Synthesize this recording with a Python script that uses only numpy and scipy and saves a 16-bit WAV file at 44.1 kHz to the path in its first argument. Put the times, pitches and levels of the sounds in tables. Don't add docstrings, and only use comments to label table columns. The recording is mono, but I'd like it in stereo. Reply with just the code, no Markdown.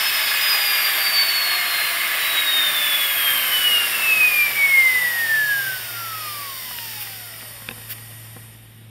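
import sys
import numpy as np
from scipy import signal
from scipy.fft import rfft, irfft, next_fast_len
from scipy.io import wavfile
from scipy.ndimage import uniform_filter1d, map_coordinates

SR = 44100
rng = np.random.default_rng(int(sys.argv[2]) if len(sys.argv) > 2 else 0)


def wav_record(signal):
    frames = np.transpose(np.atleast_2d(signal))
    bounded = np.clip(frames, -1, 1)
    quanta = np.round(bounded * 32767).astype(np.int16)
    wavfile.write(sys.argv[1], SR, quanta)


def boost_factor(decibels):
    exponent = np.asarray(decibels, float) / 20
    return 10 ** exponent


N = 392475
SLOTS, BARS, SPOTS = 12, 16, 60

# time in seconds, speed in turns per second.
SHAFT_SPEED = [(0, 435.3), (0.3, 423), (0.6, 409.1), (1.5, 362.2), (1.8, 348.8), (2.1, 333.8), (2.4, 317.7),
               (3.3, 265.9), (3.9, 228.9), (4.5, 193.4), (5.1, 160.1), (5.7, 128.6), (6.3, 100.3),
               (6.9, 74), (7.2, 61.3), (7.6, 45.8), (8, 33.4), (8.5, 22.6)]
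# time in seconds, gain in dB, brush bite in dB.
GAIN_AND_BITE = [(0, -2.5, 10.5), (.4, -0.5, 5.5), (.8, 1, 7), (1.5, 2, 3), (2.4, 4.5, 3), (3.3, 8, 6),
                 (3.9, 8.5, 7), (4.4, 9.5, 5), (5, 10, 5.5), (5.6, 11.5, -0.5), (6.2, 12, 3),
                 (6.55, 13.5, 1.2), (6.8, 14.5, -0.5), (7.2, 14.5, 5), (8.1, 17, 9.3), (8.4, 18, 8),
                 (8.7, 16, 2.5), (8.9, 18.5, -4.5)]
# centre in Hz, width in Hz, peak in dB.
WHINE_PATH = [(1040, 1500, 4.5), (1140, 430, 9.5), (1790, 673, 23.5), (2148, 253, 9.5), (2460, 19, -3),
              (2683, 720, 24.5), (2711, 15, 10), (3416, 40, 11), (3725, 18, -7.0), (3776, 293, 16.5),
              (3990, 31, 5), (4537, 315, 10.5), (4750, 23, 5.2), (4960, 96, 5.5)]
# centre in Hz, width in Hz, gain
# in dB (nulls negative).
NULLS_AND_LIFT = [(1034, 59, -14.6), (1481, 36, -17.5), (1891, 156, -10.7), (2296, 35, -17.4),
                  (2707, 150, -21.5), (2755, 47, -8.9), (3078, 84, -9.4), (3592, 11, -11.6),
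                  (3782, 32, -16.3), (3850, 22, -9.4), (4015, 186, -28.7), (4270, 13, -12.4),
                  (4683, 50, -19.1), (5036, 60, -7.8),
                  (560, 300, 9), (1419, 10, -22), (1447, 10, -18), (3295, 14, -22), (3345, 10, -12),
                   (3413, 14, -24), (5165, 12, -12)]
# shaft speed in Hz, level in dB.
UNBALANCE_LEVEL = [(65, -91), (106, -80), (118, -65), (130, -61), (170, -68), (270, -63), (340, -58),
                   (435, -55)]
# multiple of the shaft, level in dB.
LOW_ORDERS = [(2, -14), (5, -11), (6, 0), (7, -12)]
# multiple of the shaft, level in dB.
HIGH_ORDERS = [(24, 0), (22, -9), (32, -3), (36, -1), (42, -4)]
# frequency in Hz, level in dB.
BAR_TONE = [(800, -34), (2000, -21), (5000, -27), (10000, -19), (11500, -8), (12700, 2), (13700, -4),
            (14800, -16)]
# frequency in Hz, level in dB.
SPOT_TONE = [(500, -24), (1400, -11), (2500, -5), (5400, 2), (7000, -5), (9200, 1), (11000, -4), (13200, 1)]
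# centre in Hz, width in Hz, peak in dB.
HOLDER_MODES = [(1900, 130, 10), (3000, 250, 5), (3700, 200, 5)]
# centre in Hz, width in Hz, peak in dB.
HOUSING_MODES = [(654, 92, 7), (1165, 230, 7.5), (1701, 220, 11), (2134, 156, 10.5), (2507, 78, 7),
                 (2930, 640, 8), (3924, 420, 10)]
# centre in Hz, width in Hz, peak in dB.
BRUSH_MODES = [(9300, 7900, 9.8), (13200, 1100, 8)]
# frequency in Hz, level in dB.
FAST_AIR_TONE = [(60, -22.5), (250, -17.5), (600, -11.5), (1200, -5), (2200, -1.5), (4000, -6.5),
                 (6000, -9.5), (10000, -6)]
# frequency in Hz, level in dB.
SLOW_AIR_TONE = [(60, -33), (250, -11), (600, -2.5), (1200, -3.5), (2500, -1), (4000, -5.5), (6000, -2),
                 (10000, -21)]
# frequency in Hz, level in dB.
SCRAPE_TONE = [(500, -31.5), (1500, -35), (3500, 7), (5500, -0.5), (7500, -4), (10000, -26)]
# frequency in Hz, level in dB.
HISS_TONE = [(4000, -21), (7000, -5), (9000, 2), (12500, 1), (15000, -12), (16000, 0.5)]
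# start in seconds, peak in dB, ring in Hz, ring T60 in seconds, thud in dB.
CASE_TAPS = [(6.7863, -6, 2900, .006, -40), (7.688, -3, 2600, .007, -21), (7.426, -25, 1500, .012, -8),
             (6.855, -22, 2500, .01, -20), (6.935, -25, 2200, .02, -12), (7.025, -22, 2900, .015, -20),
             (6.71, -26, 1250, .03, -20), (7.07, -24, 2000, .02, -20), (7.62, -28, 1500, .015, -8),
             (7.41, -20, 2500, .007, -19), (7.71, -23, 2700, .03, -1), (7.78, -32, 1500, .02, -2),
             (7.815, -30, 2800, .015, -6), (7.983, -25, 2200, .01, -20), (8.364, -29, 1400, .015, 2)]
# start in seconds, length in seconds, level in dB.
FINGER_SLIDES = [
    (6.993, 0.051, -25),
    (7.888, 0.054, -23.5),
]
# frequency in Hz, level in dB.
HUM_PARTIALS = [(111.5, -2.5), (52.7, -18.5), (157, -21), (224, -18.5)]
# frequency in Hz, level in dB.
ROOM_NOISE_TONE = [(15, -54), (25, -20), (113, -14), (173, -14), (716, -27.5), (780, -26), (1070, -30),
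                   (2070, -27), (4000, -24), (5200, -64), (8800, -120)]
# frequency in Hz, T60 in seconds.
ROOM_DECAY = [(200, 1), (2000, 1), (12000, 0.77)]
# centre in Hz, width in Hz, depth in dB.
PORT_NOTCHES = [(4023, 163, -19.5), (6277, 670, -14), (7850, 860, -11), (10215, 560, -13.5)]
# bottom in Hz, top in Hz, threshold in dB.
GATED_TREBLE = [(15200, 15800, -51.5), (14450, 15300, -63.5)]


def whine(turns, speed):
    slow_echo = 0.22 * (wobble(28) + 1j * wobble(28))
    quick_echo = 0.12 * (wobble(90) + 1j * wobble(90))
    tone = np.imag((1 + slow_echo + quick_echo) * np.exp(2j * np.pi * SLOTS * turns))
    level_db = speed_law(speed, -30, 3.13) + curves(GAIN_AND_BITE)[0]
    path = bumps(WHINE_PATH + NULLS_AND_LIFT, SLOTS * speed)
    return boost_factor(level_db) * path * unit(tone)


def orders(turns, speed):
    crawl_speed = 55
    gain_db = curves(GAIN_AND_BITE)[0] - 20 * np.log10(1 + (crawl_speed / speed) ** 4)
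    unbalance = sines(turns, [(1, 0)], gain_db + along(UNBALANCE_LEVEL, speed))
    low = sines(turns, LOW_ORDERS, gain_db + speed_law(speed, -33, 3.3))
    high = sines(turns, HIGH_ORDERS, gain_db + speed_law(speed, -50.5, 0.75))
    line_gain = SR / (np.sqrt(2) * speed)
    return unbalance + low + high + bar_clicks(turns, speed, gain_db, line_gain) + \
        spot_clicks(turns, speed, gain_db, line_gain)


def bar_clicks(turns, speed, gain_db, line_gain):
    clicks = ticks(turns, np.arange(BARS) / BARS, np.ones(BARS), scatter=0.15) * line_gain / BARS
    level_db = gain_db + speed_law(speed, -30, 1.85) + 1.5 * wobble(6)
    return coloured(boost_factor(level_db) * clicks, BAR_TONE)


def spot_clicks(turns, speed, gain_db, line_gain):
    tracks, drift = 3, 0.8
    share = np.array([wobble(drift) for _ in range(tracks)])
    share = share / np.linalg.norm(share, axis=0)
    clicks = np.zeros(N)
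    for part in share:
        angles = np.sort(rng.random(SPOTS))
        signs = np.sign(rng.standard_normal(SPOTS))
        clicks += part * ticks(turns, angles, signs, scatter=0.15)
    level_db = gain_db + speed_law(speed, -50.5, 1.15) + 1.5 * wobble(4)
    return coloured(boost_factor(level_db) * clicks * line_gain / np.sqrt(SPOTS), SPOT_TONE, HOLDER_MODES)


def rotor_noise(speed):
    gain_db, bite_db = curves(GAIN_AND_BITE)
    hiss_db = gain_db + bite_db + speed_law(speed, -36, 1.326)
    air_db = power_sum(gain_db + speed_law(speed, -21, 2.446), hiss_db - 6)
    scrape_db = power_sum(speed_law(speed, -32.5, 2.9), hiss_db + speed_law(speed, -17.5, 0.43))
    shake_db = 0.42 * wobble(7.2) + 0.087 * wobble(60)
    slow = np.clip((260 - speed) / 190, 0, 1)
    fast_air = unit(coloured(patchy(1.0), FAST_AIR_TONE, HOUSING_MODES))
    slow_air = unit(coloured(patchy(1.0), SLOW_AIR_TONE, HOLDER_MODES))
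    air = boost_factor(air_db + shake_db) * (np.sqrt(1 - slow) * fast_air + np.sqrt(slow) * slow_air)
    scrape = boost_factor(scrape_db + 5 + shake_db) * unit(coloured(patchy(2.2), SCRAPE_TONE))
    hiss = boost_factor(hiss_db + 1.2 * shake_db) * unit(coloured(patchy(1.0), HISS_TONE, BRUSH_MODES))
    return air + scrape + hiss


def taps():
    ring_partials = [(0.97, 0.76), (0.606, 0.43), (1.36, 0.55), (1.8, 0.15)]
    case_modes = [(240, 0.59), (350, 0.3), (480, 0.45), (780, 0.28), (1050, 0.27), (1700, 0.21)]  # (Hz, gain)
    out, t = np.zeros(N + SR), np.arange(SR // 8) / SR
    case = sum(gain * np.sin(2 * np.pi * hz * t) for hz, gain in case_modes)
    attack = 1 - np.exp(-t / 0.00057)
    for start, db, ring_hz, t60, thud_db in CASE_TAPS:
        ring = sum(gain * np.sin(2 * np.pi * ring_hz * ratio * t) for ratio, gain in ring_partials)
        thud = boost_factor(thud_db - 60 * t / 0.05) * case
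        out[round(start * SR):][:len(t)] += boost_factor(db - 1.0) * attack * (boost_factor(-60 * t / t60) * ring + thud)
    return out[:N]


def slides():
    skin = [(900, -22), (1500, -10), (2800, -7), (7000, -14), (15500, -2.5)]  # (Hz, dB)
    t, gate = np.arange(N) / SR, np.zeros(N)
    for start, length, db in FINGER_SLIDES:
        gate += boost_factor(db) * np.sin(np.pi * np.clip((t - start) / length, 0, 1))
    return gate * unit(coloured(rng.standard_normal(N), skin))


def background():
    gain_db = curves(GAIN_AND_BITE)[0]
    t, hum = np.arange(N) / SR, np.zeros(N)
    for hz, db in HUM_PARTIALS:
        hum += boost_factor(db + 1.8 * wobble(3.03)) * np.sin(2 * np.pi * hz * t + 0.23 * wobble(2.33))
    room_noise = unit(coloured(rng.standard_normal(N), ROOM_NOISE_TONE))
    return np.sqrt(2) * boost_factor(-67 + 1.45 * gain_db) * hum + boost_factor(-65 + 0.48 * gain_db + 5.5) * room_noise


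def room(x):
    hz, t, z = signal.stft(rng.standard_normal(SR // 2), SR, nperseg=256)
    decay = boost_factor(-60 * t / along(ROOM_DECAY, hz)[:, None])
    tail = signal.istft(z * decay, SR, nperseg=256)[1]
    delayed = np.pad(x, (400, 0))
    return signal.fftconvolve(delayed, tail / np.linalg.norm(tail))[:N]


def ticks(turns, angles, sizes, scatter):
    when = (np.arange(int(turns[-1]))[:, None] + angles).ravel()
    at = np.interp(when, turns, np.arange(N))
    size = np.resize(sizes, len(at)) * (1 + scatter * rng.standard_normal(len(at)))
    cell = at.astype(int)[:, None] + np.arange(-7, 9)
    offset = cell - at[:, None]
    pulse = size[:, None] * np.sinc(offset) * np.cos(np.pi * offset / 16) ** 2
    return np.bincount(np.clip(cell, 0, N).ravel(), pulse.ravel(), N + 1)[:N]


def sines(turns, table, level_db):
    out = np.zeros(N)
    for multiple, db in table:
        phase = 2 * np.pi * multiple * turns + 0.4 * wobble(15)
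        out += boost_factor(db + 2 * wobble(8)) * np.sin(phase)
    return np.sqrt(2) * boost_factor(level_db) * out


def speed_law(speed, full_db, slope):
    return full_db + slope * 20 * np.log10(speed / 400)


def power_sum(a_db, b_db):
    return 10 * np.log10(boost_factor(2 * a_db) + boost_factor(2 * b_db))


def patchy(depth_db):
    z = signal.stft(rng.standard_normal(N + 512), nperseg=512)[2]
    field = uniform_filter1d(rng.standard_normal(z.shape), 8, 0)
    field = uniform_filter1d(field, 8, 1)
    return signal.istft(z * boost_factor(depth_db * unit(field)), nperseg=512)[1][:N]


def coloured(x, points, modes=()):
    m = next_fast_len(N + 8192)
    hz = np.fft.rfftfreq(m, 1 / SR)
    return irfft(rfft(x, m) * boost_factor(along(points, hz)) * bumps(modes, hz), m)[:N]


def bumps(modes, hz):
    return boost_factor(sum(db / (1 + (2 * (hz - centre) / width) ** 2) for centre, width, db in modes))


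def along(points, hz):
    f, v = np.transpose(points)
    return np.interp(np.log(hz + 1), np.log(f + 1), v)


def curves(rows):
    seconds, *columns = np.transpose(rows)
    return [np.interp(np.arange(N) / SR, seconds, column) for column in columns]


def wobble(rate):
    knots = rng.standard_normal(int(N * rate / SR) + 4)
    return map_coordinates(knots, [np.arange(N) * rate / SR])


def unit(x):
    return x / np.sqrt(np.mean(x ** 2) + 1e-20)


def scene():
    speed = uniform_filter1d(curves(SHAFT_SPEED)[0], SR // 4)
    turns = np.cumsum(speed) / SR
    tones, slot = orders(turns, speed), whine(turns, speed)
    motor = 0.9 * tones + boost_factor(-7) * room(tones)
    broad = motor + rotor_noise(speed) + taps() + slides() + background()
    mono = coloured(broad, [(1, 0)], PORT_NOTCHES) + slot + boost_factor(-18) * room(slot)
    return np.array([mono, mono])


def band_limit(x):
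    return signal.sosfilt(signal.butter(12, 15700, fs=SR, output="sos"), x)


def record(dry):
    kept = coloured(dry[0], [(15700, 0), (15730, -120)])
    for low_hz, high_hz, faint_db in GATED_TREBLE:
        top = coloured(kept, [(low_hz - 30, -120), (low_hz, 0), (high_hz, 0), (high_hz + 30, -120)])
        faint = uniform_filter1d(top ** 2, 1024) < boost_factor(faint_db) ** 2
        kept = kept - uniform_filter1d(1.0 * faint, 512) * top
    return band_limit(np.array([kept, kept]))


dry = scene()
out = record(dry)
wav_record(out)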